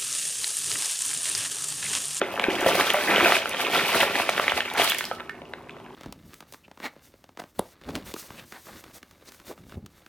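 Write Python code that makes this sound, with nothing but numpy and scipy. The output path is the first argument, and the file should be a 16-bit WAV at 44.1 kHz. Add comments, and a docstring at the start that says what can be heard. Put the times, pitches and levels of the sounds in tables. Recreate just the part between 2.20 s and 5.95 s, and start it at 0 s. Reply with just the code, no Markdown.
"""In a small kitchen, dry granola slides out of a plastic pouch into a glass jar, close to the microphone.
Clusters patter as clumped grains in brief resonances and knock as short noise bursts; crumbs and film
crackle as brighter grains and ticks. The pouch thumps as damped sines, and the jar's modes ring faintly.
The flow surges, ends with a last shake and drops a few late pieces, over soft room noise and a hum."""
import sys
import numpy as np
from scipy import signal
from scipy.fft import rfft, irfft, next_fast_len
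from scipy.io import wavfile
from scipy.ndimage import uniform_filter1d

SR = 44100
rng = np.random.default_rng(int(sys.argv[2]) if len(sys.argv) > 2 else 0)


def int16_out(signal):
    """Quantize to a 16-bit WAV file."""
    q = np.round(np.clip(np.atleast_2d(signal).T, -1, 1) * 32767)
    wavfile.write(sys.argv[1], SR, q.astype(np.int16))


N = 165375
T = np.arange(N) / SR  # seconds

# All levels in the event and level tables are relative: the layers trim them further.
# Spectrum of the kitchen air. Each row: frequency in Hz, relative level in dB.
AIR_COLOUR = [(30,-20),(80,-6.5),(245,-4.5),(300,-6),(395,3),(520,-24),(1070,-8.5),(1500,-25.5),(2500,-28),(16000,-47.5)]
# Kitchen reverberation. Each row: frequency in Hz, time to fall by 60 dB in seconds.
KITCHEN_T60 = [(200,0.21),(1500,0.37),(5000,0.29),(14000,0.13)]
# Modes of the jar, damped by the hand. Each entry: frequency in Hz.
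JAR_MODES = [1260,1314,1520,1810,1890,1900,2150,2520,2800,3030,3330,3480]
# Pieces that strike the bare glass. Each row: start in seconds, level in dB, most excited frequency in Hz.
GLASS_HITS = [(1.448,-23,2600),(2.296,-25,3030),(2.701,-24,3400),(2.745,-32,1860),(2.791,-37,3070),(2.8089,-33,1830),(2.9165,-30,1210),(3.005,-40,1314),(3.0962,-31,1840)]
# Sharp creases of the film. Each row: time in seconds, level in dB, pitch in Hz.
FILM_SNAPS = [(0.4077,-24.5,8300),(0.465,-23,8500),(.4886,-21,8500),(.702,-18.5,6400),(0.7368,-21,11000),(1.2937,-20.5,10000),(2.096,-16.5,3950),(2.538,-26,11400),(2.645,-15.5,11100),(2.6983,-12,11300),(2.746,-24,9200),(2.7852,-16.5,12000),(2.791,-26,7740),(2.8532,-20,4530),(3.336,-52,3800)]
# The pouch flexes or a clump drops in it. Each row: start in seconds, level before decay in dB,
# pitch in Hz, time to fall by 60 dB in seconds.
POUCH_THUMPS = [(.017,-17,372,.036),(.283,-8,355,0.031),(.424,-19.5,372.5,0.14),(.462,-9.5,633,0.063),(.469,-11,533,.07),(.579,-17.5,363,0.051),(.742,-16,667,.12),(.888,-18,337,0.1),(1.028,-18,353,0.14),(1.06,-13.5,690,0.066),(1.094,-16.5,468,0.053),(1.164,-17.5,646,0.068),(1.829,-18,580,0.097),(2.328,-35.5,83.7,.26),(2.597,-7.5,720,.021),(2.601,-39.5,101,0.18),(2.913,-22.5,505,0.04)]
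# Big pieces landing. Each row: start in seconds, level in dB, pitch in Hz.
PIECE_KNOCKS = [(0.015,-15.5,1180),(0.1763,-24,910),(.196,-15.5,1480),(0.2395,-13,1740),(.4622,-22,820),(.609,-14,2160),(0.7013,-9,2800),(.7423,-15.5,830),(.909,-21,2000),(0.97,-19,2470),(1.0069,-14,1500),(1.0577,-12,1380),(1.1212,-9.5,1590),(1.166,-16,1500),(1.2562,-19.5,1390),(1.345,-22,1630),(1.534,-17.5,2260),(1.803,-23,2200),(1.8304,-14.5,860),(1.954,-16.5,1700),(1.9989,-17,900),(2.0908,-13,1690),(2.148,-28,1700),(2.1782,-17,1470),(2.1961,-14,1250),(2.28,-11.5,1620),(2.3193,-16.5,1530),(2.373,-24,1860),(2.387,-27.5,770),(2.4047,-15,2500),(2.457,-25.5,1850),(2.642,-20,1610),(2.6751,-15.5,2940),(2.719,-14.5,3030),(2.747,-24,1940),(2.788,-21,3280),(2.8079,-21,1770),(2.8407,-21.5,3400),(2.9126,-23.5,1140),(2.998,-31,1540),(3.004,-30.5,1460),(3.0941,-27,1560),(3.2176,-37,1000),(3.3355,-27,2080),(3.494,-34,2240),(3.566,-40.5,1190)]
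# Spectrum of those landings. Each row: frequency in Hz, gain in dB.
KNOCK_COLOUR = [(60,-31),(300,2.5),(600,8.5),(1000,-0.5),(2800,0),(3800,-5),(5500,-19.5),(9000,-12),(16000,-33)]
# Clumps break up and rattle down. Each row: start in seconds, length in seconds, level in dB;
# the edges are softened afterwards.
CLUMP_SLIDES = [(0.46,0.036,-25),(0.55,0.0087,-20),(.588,0.037,-24.5),(0.881,0.11,-29.5),(1.04,0.047,-26),(1.399,0.034,-30),(1.534,0.058,-26),(1.741,0.04,-22.5),(1.799,0.035,-23.5),(1.952,0.015,-24),(1.979,0.047,-29.5),(2.159,0.092,-34.5),(2.264,0.05,-31),(2.366,0.021,-25),(2.568,0.083,-29.5)]
# Pattering clusters. Each row: time in seconds, level in dB.
PATTER_LEVEL = [(0,-40),(.02,-31.5),(.08,-38.5),(.26,-30.5),(.42,-27.5),(.62,-25.5),(.87,-27.5),(.91,-19.5),(1.15,-21.5),(1.21,-33),(1.35,-31.5),(1.57,-24.5),(1.7,-24.5),(1.82,-25.5),(1.88,-28.5),(2.12,-32.5),(2.39,-33.5),(2.42,-35.5),(2.56,-31),(2.6,-19.5),(2.72,-33),(2.88,-45),(3.13,-55.5),(3.75,-51.5)]
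# Hollow tumbling inside pouch and jar. Each row: time in seconds, level in dB.
TUMBLE_LEVEL = [(0,-54),(.02,-33),(.08,-36.5),(.3,-30),(.4,-30),(.5,-26),(.68,-33.5),(.87,-33),(.9,-25),(1.11,-25),(1.22,-40),(1.5,-31.5),(1.82,-31),(2.1,-38),(2.38,-42.5),(2.43,-47.5),(2.55,-34),(2.6,-29.5),(2.76,-50),(3.75,-50)]
# Crackle of crumbs and film. Each row: time in seconds, level in dB.
CRACKLE_LEVEL = [(0,-53.5),(.38,-43),(.48,-35.5),(.95,-38),(1.13,-30.5),(1.23,-44),(1.5,-39),(1.78,-33),(1.87,-40),(2.35,-44),(2.44,-48.5),(2.55,-45.5),(2.6,-31),(2.69,-34),(2.87,-48),(3.13,-68),(3.75,-69.5)]
# Spectra of these three layers. Each row: frequency in Hz, relative level in dB.
PATTER_COLOUR = [(100,-56),(400,-18.5),(800,-5),(1350,-0.5),(2500,1.5),(3400,-5),(4500,-14),(6500,-4),(16000,-55)]
TUMBLE_COLOUR = [(30,-45),(75,1.5),(140,-6),(240,-7),(360,-0.5),(650,0),(1000,1),(2000,-8.5),(8000,-63)]
CRACKLE_COLOUR = [(300,-78),(2000,13),(4000,7.5),(7000,-3),(10000,0),(13000,-1),(16000,-6)]

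AIR_DB, HUM_HZ, HUM_DB = -47.5, 244, -52.5
LEFT_LEAD_MS, LEAD_SPREAD_MS = 0.038, .028  # how much earlier the left port hears it
CLINK_OCTAVES, JAR_T60_S = .2, .07
SNAP_S, CRUMBLE_S = .0006, 0.00086  # time for a brittle contact to build up
POUCH_WAVER = .04  # spread of pitch, as a share
RING_ROUGHNESS, RATTLE_PER_S = .3, 160
SLIDE_EDGE_S, SLIDE_TUMBLE_DB, SLIDE_CRACKLE_DB = 0.02, -3, -5
CLUMPS_PER_S = 45
THINNING, SPARSEST = .5, .15  # exponent on the gain, smallest share of the contact rate
CUTOFF_HZ = 16100


def from_db(db):
    """Decibels to gain."""
    return 10 ** (np.asarray(db) / 20)


def rms_one(x):
    """Scale to unit power."""
    return x / np.sqrt(np.mean(x ** 2) + 1e-20)


def level(curve):
    """Gain over time from rows of seconds and dB."""
    return from_db(np.interp(T, *np.transpose(curve)))


def at_hz(points, hz):
    """Read a table on a log-frequency axis."""
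    f, v = np.transpose(points)
    return np.interp(np.log(np.maximum(hz, 1)), np.log(f), v)


def colour(x, points):
    """Causal (minimum-phase) filter with the given spectrum."""
    n = 2 * next_fast_len(N)
    hz = np.arange(n // 2 + 1) * SR / n
    cepstrum = irfft(np.log(from_db(at_hz(points, hz))))
    # Folding the cepstrum forward makes the phase minimal
    cepstrum[1:n // 2] *= 2
    cepstrum[n // 2 + 1:] = 0
    return irfft(rfft(x, n) * np.exp(rfft(cepstrum)))[..., :N]


def resonate(x, hz, q):
    """A resonance with gain 1 on top."""
    w = 2 * np.pi * min(hz, SR * .45) / SR
    a = np.sin(w) / (2 * q)
    return signal.lfilter([a, 0, -a], [1 + a, -2 * np.cos(w), 1 - a], x + 1e-18)


def add(out, s, sound):
    """Mix a sound in at a time in seconds."""
    i = int(np.clip(s * SR, 0, N - 1))
    out[..., i:i + sound.shape[-1]] += sound[..., :N - i]


def place(x, pan_db, lead_ms):
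    """Two microphone ports: a level and an arrival difference, positive towards the left."""
    n = next_fast_len(len(x))
    half = np.array([[.5], [-.5]])
    turn = 2j * np.pi * np.arange(n // 2 + 1) * SR / n * lead_ms / 1000
    shifted = irfft(rfft(x, n) * np.exp(half * turn), n)[:, :len(x)]
    return shifted * from_db(half * pan_db)


def drift(per_s=CLUMPS_PER_S):
    """Smooth random wander of unit spread, such as how thickly the pieces come."""
    steps = rng.standard_normal(1024)
    return rms_one(np.interp(T * per_s, np.arange(len(steps)), steps))


def thinned(curve):
    """Share of the full contact rate: a weak flow breaks up into separate pieces."""
    gain = level(curve)
    return np.maximum((gain / gain.max()) ** THINNING, SPARSEST)


def rattled(ring):
    """Loose pieces lying against a vibrating wall roughen its ring."""
    return ring * (1 + RING_ROUGHNESS * drift(RATTLE_PER_S)[:len(ring)])


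def burst(decay_s, hz, q):
    """A brittle contact: a short crumble into one resonance, with the energy of 1 ms at unit level."""
    t = T[:1024]
    crumble = rng.standard_normal(len(t)) * t * np.exp(-t / decay_s)
    x = resonate(crumble, hz, q)
    return x / np.sqrt(np.sum(x ** 2) / (SR / 1000))


def grains(spectrum, low_hz, high_hz, per_s, size_db, clump_db, q, pan_db, scatter_ms, even_s, count=16):
    """Random uneven contacts in clumps, dealt to brief pitches with their own places; evened in level."""
    born = rng.random(N) < per_s / SR
    size = from_db(size_db * np.minimum(rng.exponential(1, N), 4))
    sizes = born * size * rng.choice([-1, 1], N)
    dealt, together, out = rng.integers(0, count, N), drift(), 0
    for k, hz in enumerate(np.geomspace(low_hz, high_hz, count)):
        clumping = from_db(clump_db * (drift() + .5 * together))
        contacts = sizes * (dealt == k) * clumping
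        lead_ms = LEFT_LEAD_MS + scatter_ms * np.cos(2 * k)
        out = out + place(resonate(contacts, hz, q), pan_db, lead_ms)
    out = colour(out, spectrum)
    power = np.mean(out ** 2, axis=0)
    for _ in range(2):
        power = uniform_filter1d(power, max(int(even_s * SR), 2))
    return out / np.sqrt(np.abs(power) + power.mean() / 100)


def room_tone():
    """Soft kitchen air as coloured noise, nearly mono, with an appliance hum as one steady sine."""
    mid, side = colour(rng.standard_normal((2, N)), AIR_COLOUR)
    air = rms_one(mid + 0.14 * side * [[1], [-1]])
    hum = np.sin(2 * np.pi * HUM_HZ * T)
    return from_db(AIR_DB) * air + from_db(HUM_DB) * hum


def kitchen(x, width):
    """A diffuse noise tail of unit energy; the middle lingers longest and the top dies fastest."""
    t = T[:SR // 2]
    edges, tail = np.geomspace(60, 17000, 9), 0
    for low, high in zip(edges, edges[1:]):
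        band = signal.butter(2, [low, high], "band", fs=SR, output="sos")
        mid, side = signal.sosfilt(band, rng.standard_normal((2, len(t))))
        decay = from_db(-60 * t / at_hz(KITCHEN_T60, np.sqrt(low * high)))
        tail = tail + (mid + width * side * [[1], [-1]]) * decay
    tail = tail * (t > .004)  # a short gap before the tail
    return signal.fftconvolve(x, tail / np.sqrt(np.sum(tail ** 2) / 2), axes=1)[:, :N]


def glass():
    """The held jar rings faintly when a piece hits its wall; each hit favours a group of modes."""
    out = np.zeros(N)
    t, modes = T[:SR // 2], np.array(JAR_MODES)[:, None]
    for s, db, hz in GLASS_HITS:
        strength = np.exp(-.5 * (np.log2(modes / hz) / CLINK_OCTAVES) ** 2)
        cycles = modes * t + rng.random(modes.shape)
        ring = np.sum(strength * np.sin(2 * np.pi * cycles), axis=0)
        add(out, s, from_db(db + 1.0 - 60 * t / JAR_T60_S) * rattled(ring))
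    return place(out, -5.0, 0)


def snaps():
    """Creases flip with bright ticks, each from its own spot on the pouch."""
    out = np.zeros((2, N))
    for s, db, hz in FILM_SNAPS:
        tick = from_db(db) * burst(SNAP_S, hz, 1.0)
        # Started early, so that the crumble is strongest at the listed time
        add(out, s - SNAP_S, place(tick, rng.normal(-1.4, 4.3), rng.normal(0, LEAD_SPREAD_MS / 2)))
    return out * from_db(-4.0)


def thumps():
    """Hollow, damped notes of the pouch; each builds up over its first cycle and wavers as the film flexes."""
    out = np.zeros(N)
    t = T[:SR // 4]
    for s, db, hz, t60 in POUCH_THUMPS:
        swell = np.sin(np.pi / 2 * np.minimum(hz * t, 1)) ** 2
        cycles = np.cumsum(hz * (1 + POUCH_WAVER * drift()[:len(t)])) / SR
        note = rattled(np.sin(2 * np.pi * cycles))
        add(out, s, from_db(db - 60 * t / t60) * note * swell)
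    return place(out, 0, LEFT_LEAD_MS)


def knocks():
    """Big clusters land with dry clacks a few cycles long."""
    out = np.zeros((2, N))
    for s, db, hz in PIECE_KNOCKS:
        clack = from_db(db) * burst(CRUMBLE_S, hz, 1.4)
        add(out, s, place(clack, rng.normal(-0.44, .8), rng.normal(LEFT_LEAD_MS, LEAD_SPREAD_MS)))
    return from_db(5.0) * colour(out, KNOCK_COLOUR)


def slides():
    """Strength of the collapsing clumps over time, with soft edges."""
    out = np.zeros(N)
    for s, length, db in CLUMP_SLIDES:
        inside = np.minimum(T - s, s + length - T)
        out += from_db(db) * np.clip(inside / SLIDE_EDGE_S + .5, 0, 1)
    return out


def pour():
    """The stream: clusters patter, the mass tumbles hollowly, crumbs and film crackle; slides raise all three."""
    patter = grains(PATTER_COLOUR, 788, 3690, per_s=2700 * thinned(PATTER_LEVEL), size_db=4.0,
                    clump_db=3.0, q=10.0, pan_db=-0.4, scatter_ms=0.0083, even_s=0.1, count=36)
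    tumble = grains(TUMBLE_COLOUR, 172.3, 855, per_s=900 * thinned(TUMBLE_LEVEL), size_db=3.0,
                    clump_db=1.5, q=4.0, pan_db=-0.2, scatter_ms=0.099, even_s=0.04)
    crackle = grains(CRACKLE_COLOUR, 3630, 17300, per_s=6000 * thinned(CRACKLE_LEVEL), size_db=-1.0,
                     clump_db=3.5, q=1.36, pan_db=-1.0, scatter_ms=0.069, even_s=0.19)
    surge = slides()
    # Flow and slides add as powers
    patter = patter * np.hypot(from_db(-2.5) * level(PATTER_LEVEL), surge)
    tumble = tumble * np.hypot(from_db(-0.5) * level(TUMBLE_LEVEL), from_db(SLIDE_TUMBLE_DB) * surge)
    crackle = crackle * np.hypot(from_db(2.5) * level(CRACKLE_LEVEL), from_db(SLIDE_CRACKLE_DB) * surge)
    return patter + tumble, crackle


def scene():
    """Granola and pouch close by, the kitchen around them; the nearest clacks stay driest."""
    stream, crackle = pour()
    clacks = knocks()
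    body = stream + thumps() + glass()
    bright = crackle + snaps()
    body_room = kitchen(from_db(-9.5) * body + from_db(-12) * clacks, width=0.12)
    bright_room = from_db(-6.0) * kitchen(bright, width=1.0)
    return body + clacks + bright + body_room + bright_room + room_tone()


def record(dry):
    """Peaks are rounded, the top is cut."""
    rounded = .7 * np.tanh(dry / .7)
    low_pass = signal.ellip(10, .1, 80, CUTOFF_HZ, fs=SR, output="sos")
    return signal.sosfilt(low_pass, rounded)


dry = scene()
out = record(dry)
int16_out(out)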